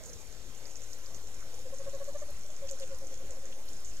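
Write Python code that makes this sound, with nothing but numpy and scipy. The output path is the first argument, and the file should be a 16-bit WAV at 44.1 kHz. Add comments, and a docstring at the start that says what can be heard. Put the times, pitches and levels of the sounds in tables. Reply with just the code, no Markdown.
"""Night at a wooden nest box: drips tick on leaves and wood throughout, over distant rumble and microphone hiss.
A faint moan of narrow noise wavers for the first 1.5 s, and claws and feathers begin to scrape the box.
From 1.5 s a small owl on the perch gives a soft trill of short, breathy near sines, then from 2.4 s
a second, slower one that ends near 3.6 s. Drips are dying rings, crackle and bursts of resonant noise;
the air is shaped random spectra. Owl and drips lie to the right and reach the left port a little later."""
import sys
import numpy as np
from scipy import signal
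from scipy.fft import rfft, irfft
from scipy.io import wavfile
from scipy.ndimage import uniform_filter1d

SR = 44100
rng = np.random.default_rng(int(sys.argv[2]) if len(sys.argv) > 2 else 0)


def to_wav(s):
    """Save 16-bit WAV."""
    ch = np.atleast_2d(s).T  # columns
    pcm = np.round(np.clip(ch, -1, 1) * 32767)  # PCM
    wavfile.write(sys.argv[1], SR, pcm.astype(np.int16))


def ratio_of_db(decibels):
    """Turn decibels (scalar or array-like) into linear amplitude factors; 0 dB maps to 1."""
    return 10 ** (np.asarray(decibels, float) / 20)


N = 176400  # 4 s

# Colour of the night air and hiss. Each row: frequency in Hz, relative density in dB per Hz.
AIR_SPECTRUM = [(18, -44), (30, -19), (40, -12), (53, -20), (211, -32), (321, -32.5), (512, -29),
                (956, -38), (4440, -40.5), (6740, -35), (8740, -43), (12600, -47.5), (15100, -50.5)]
# How alike the air is in both ports. 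Each row: frequency in Hz, common share from 0 to 1.
AIR_SHARED = [(30, 0.79), (140, 0.9), (500, 0.87), (1200, 0.68), (2700, 0.07), (4300, 0.11), (5600, 1),
              (7300, 0.092), (10000, 0.058), (15000, 0.8)]
# Balance of the air. Each row: frequency in Hz, left minus right in dB.
AIR_TILT = [(60, -4), (120, 2.5), (240, -3), (480, -5.5), (950, -2), (1890, -2), (3770, -2), (7520, -2.5),
            (15000, -2.0)]
# Delay between the ports. Each row: frequency in Hz, lag of the left port in radians.
LEFT_LAG = [(0, 0), (1100, 0.76), (2700, 2), (4300, 4), (6500, 5), (9200, 11), (12000, 12), (16000, 15.5)]
# Electrical offset, left then right. Each row: start and end in full scale, time constant in seconds.
CHANNEL_OFFSET = [(-.002, -0.033, 0.87), (.006, -0.031, 1.24)]
# The loudest drips. Each row: time in seconds, peak in dB, colour in Hz.
LOUD_TICKS = [(0.037, -36, 6590), (0.058, -35, 6960), (0.095, -42, 5330), (0.132, -36, 6200),
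              (0.181, -46, 6400), (.272, -44, 7300), (0.3252, -41.5, 6600), (.368, -47, 6300),
              (0.5487, -40, 6810), (.577, -41, 6540), (0.655, -38, 5100), (0.73, -47, 6710),
              (0.756, -35.5, 5900), (0.8056, -44, 6900), (0.836, -42, 7040), (0.9311, -36.5, 5700),
              (1.06, -40.5, 5000), (1.105, -44, 6140), (1.1452, -36.5, 6000), (1.272, -38.5, 6770),
              (1.343, -40.5, 6750), (1.4053, -43.5, 6630), (1.542, -41, 6000), (1.591, -40, 6760),
              (1.7427, -38.5, 6440), (1.7845, -39, 6570), (1.895, -42, 6500), (1.949, -37, 6540),
              (2.0426, -37.5, 7000), (2.133, -44.5, 6800), (2.155, -41, 7000), (2.1828, -42.5, 5960),
              (2.41, -43.5, 6200), (2.4343, -42, 5960), (2.463, -41, 6240), (2.503, -40, 6600),
              (2.564, -37.5, 6530), (2.6716, -49, 6410), (2.6976, -34, 6500), (2.711, -29, 7100),
              (2.727, -45, 7100), (2.758, -49, 5740), (2.7876, -41, 6710), (2.7985, -38, 8900),
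              (2.8075, -38.5, 6550), (2.8753, -41, 6600), (2.946, -40, 6500), (2.9861, -43, 6200),
              (3.0463, -43.5, 5800), (3.0694, -39, 6600), (3.141, -37, 6330), (3.175, -41, 6500),
              (3.3071, -34, 6800), (3.455, -35.5, 6800), (3.689, -42, 6100), (3.7315, -38.5, 6460),
              (3.768, -41.5, 6400), (3.804, -44, 8900), (3.8468, -35, 7000), (3.9, -44, 6600),
              (3.9684, -41.5, 6650)]
# Dry snaps that reach the top of the treble. Each row: time in seconds, peak in dB.
DRY_SNAPS = [(.9343, -40), (.9832, -42), (1.0594, -50), (1.0999, -47), (2.3062, -38), (2.7117, -36),
             (2.7975, -40), (2.9861, -37), (3.3069, -42), (3.6554, -41), (3.689, -38), (3.7249, -44)]
# Short bursts of rustling leaves. Each row: start in seconds, length in seconds, level in dB.
LEAF_RUSTLES = [(.04, .07, -55), (.185, .04, -58), (.657, .028, -57.5), (.695, .025, -58),
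                (.759, .027, -55), (.812, .042, -56), (.905, .047, -56.5), (1.14, .04, -55.5),
                (2.05, .06, -59), (2.17, .07, -57.5), (2.714, .035, -55), (2.805, .06, -57),
                (3.85, .065, -56.5)]
# Claws and feathers on the box. Each row: start in seconds, length in seconds, level in dB,
# centre in Hz, width in Hz.
BOX_SCRAPES = [(1.394, 0.054, -61, 1340, 500), (2.68, 0.021, -52.5, 2970, 1500),
               (2.686, 0.012, -49.5, 4700, 1100), (2.68, 0.02, -50, 6600, 1400),
               (2.814, 0.032, -51.5, 3440, 2500), (2.905, 0.12, -62, 945, 500),
               (3.443, 0.039, -60.5, 1490, 900), (3.518, 0.018, -52.5, 3080, 2000),
               (3.678, 0.014, -54, 4200, 1200)]
# Faint moan near the owl's pitch. Each row: time in seconds, pitch in Hz, level in dB.
MOAN_CURVE = [(0.0, 657, -60), (0.128, 440, -57.5), (0.388, 530, -84), (0.818, 480, -59.5),
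              (0.844, 454, -80), (1.148, 563, -62), (1.164, 515, -80), (1.243, 435, -55), (1.29, 514, -91),
              (1.5, 503, -61)]
# Notes of both trills. Each row: start in seconds, length in seconds, level in dB, pitch in Hz.
TRILL_NOTES = [(1.528, 0.03, -60, 495), (1.588, 0.019, -55, 510), (1.655, 0.028, -48.5, 523),
               (1.726, 0.026, -44, 544), (1.796, .028, -44, 551), (1.867, 0.027, -41.5, 555),
               (1.937, 0.03, -41.5, 551), (2.007, 0.025, -41, 564), (2.08, 0.023, -41, 570),
               (2.15, .022, -39.5, 587), (2.219, 0.02, -41.5, 596), (2.288, 0.021, -48.5, 578),
               (2.445, 0.024, -58, 603), (2.49, 0.04, -58, 610), (2.623, 0.041, -44.5, 553),
               (2.71, 0.04, -45.5, 545), (2.809, 0.048, -45, 538), (2.908, .044, -46.5, 540),
               (3.015, 0.042, -50, 540), (3.116, 0.025, -49.5, 535), (3.207, .026, -52, 537),
               (3.296, 0.025, -51.5, 537), (3.366, 0.03, -52, 533), (3.434, 0.029, -52.5, 535),
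               (3.498, 0.032, -54, 530), (3.558, 0.03, -54.5, 528)]
# Overtones of a full-voiced note. Each row: multiple of the pitch, level in dB against the fundamental.
OWL_OVERTONES = [(2, -18.5), (3, -26.5), (4, -39)]

AIR_DB, PATCH_DB, SWELL_DB = -50.5, 1.8, 0.34  # rms of the air, of its patches and of its swell
TICK_CYCLES, GRAIN_CYCLES, SNAP_CYCLES, SNAP_HZ = 6.4, 12, 1.8, 11000
TICK_LATE_S = 0.0008
TICK_PAN_DB, SCRAPE_PAN_DB, OWL_PAN_DB = -8, -3.5, -5.5  # left minus right
TICK_WET_DB, TICK_T60_S = -5.5, 0.022
PORT_HZ, PORT_WIDTH_HZ, SPREAD_HZ = 6600, 1400, 450  # resonance of crackle and leaves; wander of the crackle
CRACKLE_DB, CRACKLE_T60_S, CRACKLE_PER_S = -17.5, 0.12, 600
PATTER_PER_S, PATTER_DB, PATTER_SPREAD_DB, CLUMP_DB = 220, -58, 2.3, 2.2
PATTER_LOW_HZ, PATTER_HIGH_HZ = 5300, 8200
SNAP_SHARE, FAINT_SNAP_DB = 0.25, -1  # share of the patter that is dry snaps, and their trim
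MOAN_WIDTH_HZ = 130
RISE_S, FALL_SHARE, FADE_DB_PER_S = 0.02, 0.8, 45  # the fall is a share of the note's length
SAG_HZ_PER_S, DROOP_HZ, WAVER_HZ, WOBBLE_DB = 450, 50, 3, 0.8
BREATH_DB, BREATH_WIDTH_HZ = -22, 220
FULL_DB, THIN = -42, 1.6  # overtones lose THIN dB for each dB under full voice and each step up
PURE_DB_PER_S = 500  # drawn-out notes are purer
OWL_WET_DB, OWL_T60_S = -14, 0.25


def evened(x):
    """Scales to rms 1."""
    return x / np.sqrt(np.mean(x ** 2) + 1e-20)


def wander(count, span):
    """Smoothed noise of rms 1: a slow random drift."""
    return evened(uniform_filter1d(rng.standard_normal(count), span))


def read(points, hz):
    """Reads a spectrum on a log frequency axis."""
    f, value = np.transpose(points)
    return np.interp(np.log(hz + 1), np.log(f + 1), value)


def add(mix, start, sound, pan_db):
    """Places a mono sound in both channels; negative pan leans right."""
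    part = mix[:, max(round(start * SR), 0):][:, :len(sound)]
    gains = ratio_of_db(np.array([[pan_db / 2], [-pan_db / 2]]))
    part += gains * sound[:part.shape[1]]


def resonate(x, hz, width_hz):
    """Two equal resonances in series, each of gain 1, that follow the curve hz."""
    turn = np.exp(2j * np.pi * np.cumsum(hz * np.ones(x.shape[-1])) / SR)
    r = np.exp(-np.pi * width_hz / SR)
    for _ in range(2):
        # shift the centre down to zero, smooth, shift back up
        x = 2 * (turn * signal.lfilter([1 - r], [1, -r], x / turn + 1e-18)).real
    return x


def echoes(x, wet_db, t60, shared):
    """Adds a short tail of scattered reflections, partly shared by the channels."""
    t = np.arange(SR // 4) / SR
    sparse = rng.random((3, len(t))) < 0.1
    tail = rng.standard_normal((3, len(t))) * sparse * ratio_of_db(-60 * t / t60) * (t > 0.001)
    tail = shared * tail[2] + (1 - shared) * tail[:2]
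    tail = tail / np.linalg.norm(tail, axis=1)[:, None]
    return x + ratio_of_db(wet_db) * signal.fftconvolve(x, tail, axes=1)[:, :N]


def lag(hz):
    """Phase turn of the left port."""
    return np.exp(-1j * np.interp(hz, *np.transpose(LEFT_LAG)))


def ports(x):
    """Sounds from the right reach the left port a little later, as a phase lag that grows with frequency."""
    hz = np.fft.rfftfreq(N, 1 / SR)
    turns = np.array([lag(hz), np.ones(len(hz))])
    return irfft(rfft(x, axis=1) * turns, N, axis=1)


def air():
    """Night air, rumble and hiss: random short-time spectra with patches and a slow swell."""
    frames, hz = N // 512 + 5, np.fft.rfftfreq(2048, 1 / SR)
    a, b, c, d, patches = rng.standard_normal((frames, 1025, 5)).T
    # patches span 24 bins by 5 frames
    patches = evened(uniform_filter1d(uniform_filter1d(patches, 24, 0), 5, 1))
    swell = wander(frames, 12)
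    same = np.clip(read(AIR_SHARED, hz), 0, 1)[:, None]
    right = a + 1j * b
    left = same * right * lag(hz)[:, None] + np.sqrt(1 - same ** 2) * (c + 1j * d)
    tilt = ratio_of_db(read(AIR_TILT, hz) / 2)[:, None]
    colour = ratio_of_db(read(AIR_SPECTRUM, hz)[:, None] + PATCH_DB * patches + SWELL_DB * swell)
    spectra = np.array([left * tilt, right / tilt]) * colour * (hz > 15)[:, None]
    sound = signal.istft(spectra, nperseg=2048, noverlap=1536)[1][:, :N]
    return ratio_of_db(AIR_DB) * evened(sound)


def tick(hz, cycles):
    """One drop's ring: a few dying cycles, peak 1."""
    t = np.arange(300) / SR
    ring = np.sin(2 * np.pi * hz * t) * t * np.exp(-t * hz * 4 / cycles)
    return ring / abs(ring).max()


def patter():
    """Faint random drips: many soft rings and dry snaps, few louder ones, in loose clumps."""
    out = np.zeros((2, N))
    clump = wander(N, 3000)
    for when, size, a, b, side, dryness in rng.random((round(PATTER_PER_S * N / SR), 6)):
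        hz = PATTER_LOW_HZ * (PATTER_HIGH_HZ / PATTER_LOW_HZ) ** ((a + b) / 2)
        # a small draw of size gives a loud drip
        level_db = PATTER_DB - PATTER_SPREAD_DB * np.log(size + 0.017) + CLUMP_DB * clump[int(when * N)]
        if dryness < SNAP_SHARE:
            grain = ratio_of_db(FAINT_SNAP_DB) * tick(SNAP_HZ, SNAP_CYCLES)
        else:
            grain = tick(hz, GRAIN_CYCLES)
        add(out, when * N / SR, ratio_of_db(level_db) * grain, TICK_PAN_DB + 3 * side)
    return out


def rustles():
    """Leaves rustle: spiky noise through a resonance, in short bursts."""
    out = np.zeros((2, N))
    for start, length, db in LEAF_RUSTLES:
        leaves = rng.standard_normal(4410) * rng.exponential(1, 4410) ** 2
        leaves = evened(resonate(leaves[:round(length * SR)], PORT_HZ, PORT_WIDTH_HZ))
        add(out, start, ratio_of_db(db) * leaves * signal.windows.tukey(len(leaves), 0.4), TICK_PAN_DB)
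    return out


def scrapes():
    """Claws and feathers scrape the box: short resonant bursts of noise."""
    out = np.zeros((2, N))
    for start, length, db, hz, width_hz in BOX_SCRAPES:
        grit = evened(resonate(rng.standard_normal(4410)[:round(length * SR)], hz, width_hz))
        add(out, start, ratio_of_db(db) * grit * np.hanning(len(grit)) ** 0.5, SCRAPE_PAN_DB)
    return out


def loud_drips():
    """Loud ticks, each in a dying crackle of sparse resonant grains, and dry high snaps."""
    out, t = np.zeros((2, N)), np.arange(SR // 8) / SR
    for s, db, hz in LOUD_TICKS:
        grains = rng.standard_normal(len(t)) * (rng.random(len(t)) < CRACKLE_PER_S / SR)
        wander_hz = PORT_HZ + SPREAD_HZ * wander(len(t), 300)
        crackle = evened(resonate(grains, wander_hz, PORT_WIDTH_HZ))
        add(out, s + TICK_LATE_S, ratio_of_db(db) * tick(hz, TICK_CYCLES), TICK_PAN_DB)
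        add(out, s, ratio_of_db(db + CRACKLE_DB - 60 * t / CRACKLE_T60_S) * crackle, TICK_PAN_DB)
    for s, db in DRY_SNAPS:
        add(out, s + TICK_LATE_S, ratio_of_db(db) * tick(SNAP_HZ, SNAP_CYCLES), TICK_PAN_DB)
    return out


def drips():
    """Drips, leaves and scrapes share a very short tail of reflections."""
    close = patter() + rustles() + scrapes() + loud_drips()
    return echoes(close, TICK_WET_DB, TICK_T60_S, 0.12)


def moan():
    """A faint moan: noise through a narrow resonance whose pitch and level waver."""
    out, t = np.zeros((2, N)), np.arange(N) / SR
    s, hz, db = np.transpose(MOAN_CURVE)
    voice = evened(resonate(rng.standard_normal(N), np.interp(t, s, hz), MOAN_WIDTH_HZ))
    add(out, 0, voice * ratio_of_db(np.interp(t, s, db, right=-99)), OWL_PAN_DB)
    return out


def trills():
    """Each note is a breathy near sine that swells, sags in pitch and fades; loud notes show overtones."""
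    out = np.zeros((2, N))
    for start, length, level_db, pitch_hz in TRILL_NOTES:
        fall = FALL_SHARE * length
        t = np.arange(0, RISE_S / 2 + length + fall / 2, 1 / SR)
        ramp = np.clip(np.minimum(t / RISE_S, (t[-1] - t) / fall), 0, 1)
        shape = np.sin(np.pi / 2 * ramp) ** 2
        # a quick wobble in level and a steady fade
        wobble_turns = 2 * np.pi * (rng.uniform(52, 108) * t + rng.random())
        shape = shape * ratio_of_db(WOBBLE_DB * np.sin(wobble_turns) - FADE_DB_PER_S * (t - t[-1] / 2))

        # pitch wavers throughout, sags steadily and droops at the end
        hz = pitch_hz + WAVER_HZ * wander(4410, 250)[:len(t)] - DROOP_HZ * (t / t[-1]) ** 4
        sag_hz = SAG_HZ_PER_S * (t - RISE_S / 2 - length / 2)
        turns = 2 * np.pi * (np.cumsum(hz - sag_hz) / SR + rng.random())

        breath = evened(resonate(rng.standard_normal(4410), hz.mean(), BREATH_WIDTH_HZ))[:len(t)]
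        tone = shape * (np.sin(turns) + ratio_of_db(BREATH_DB) * breath)
        purity_db = PURE_DB_PER_S * max(length - 0.028, 0)
        for k, db in OWL_OVERTONES:
            overtone_db = db + THIN * (k - 1.5) * (level_db - FULL_DB) - purity_db
            tone = tone + ratio_of_db(overtone_db) * shape ** 2 * np.sin(k * turns)
        # the listed start falls midway up the rise
        add(out, start - RISE_S / 2 - 0.001, np.sqrt(2) * ratio_of_db(level_db) * tone, OWL_PAN_DB)
    return out


def owl():
    """The moan and the trills, with a faint tail of reflections common to both channels."""
    return echoes(moan() + trills(), OWL_WET_DB, OWL_T60_S, 1.0)


def scene():
    """Owl and drips from the right, in the night air."""
    return air() + ports(drips() + owl())


def low_pass(x):
    """Removes everything above the highest recorded frequency."""
    return signal.sosfilt(signal.butter(12, 15680, fs=SR, output="sos"), x)


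def record(dry):
    """Each channel carries an electrical offset that settles exponentially."""
    t = np.arange(N) / SR
    drift = np.array([end + (start - end) * np.exp(-t / tau) for start, end, tau in CHANNEL_OFFSET])
    return low_pass(dry + drift)


dry = scene()
out = record(dry)
to_wav(out)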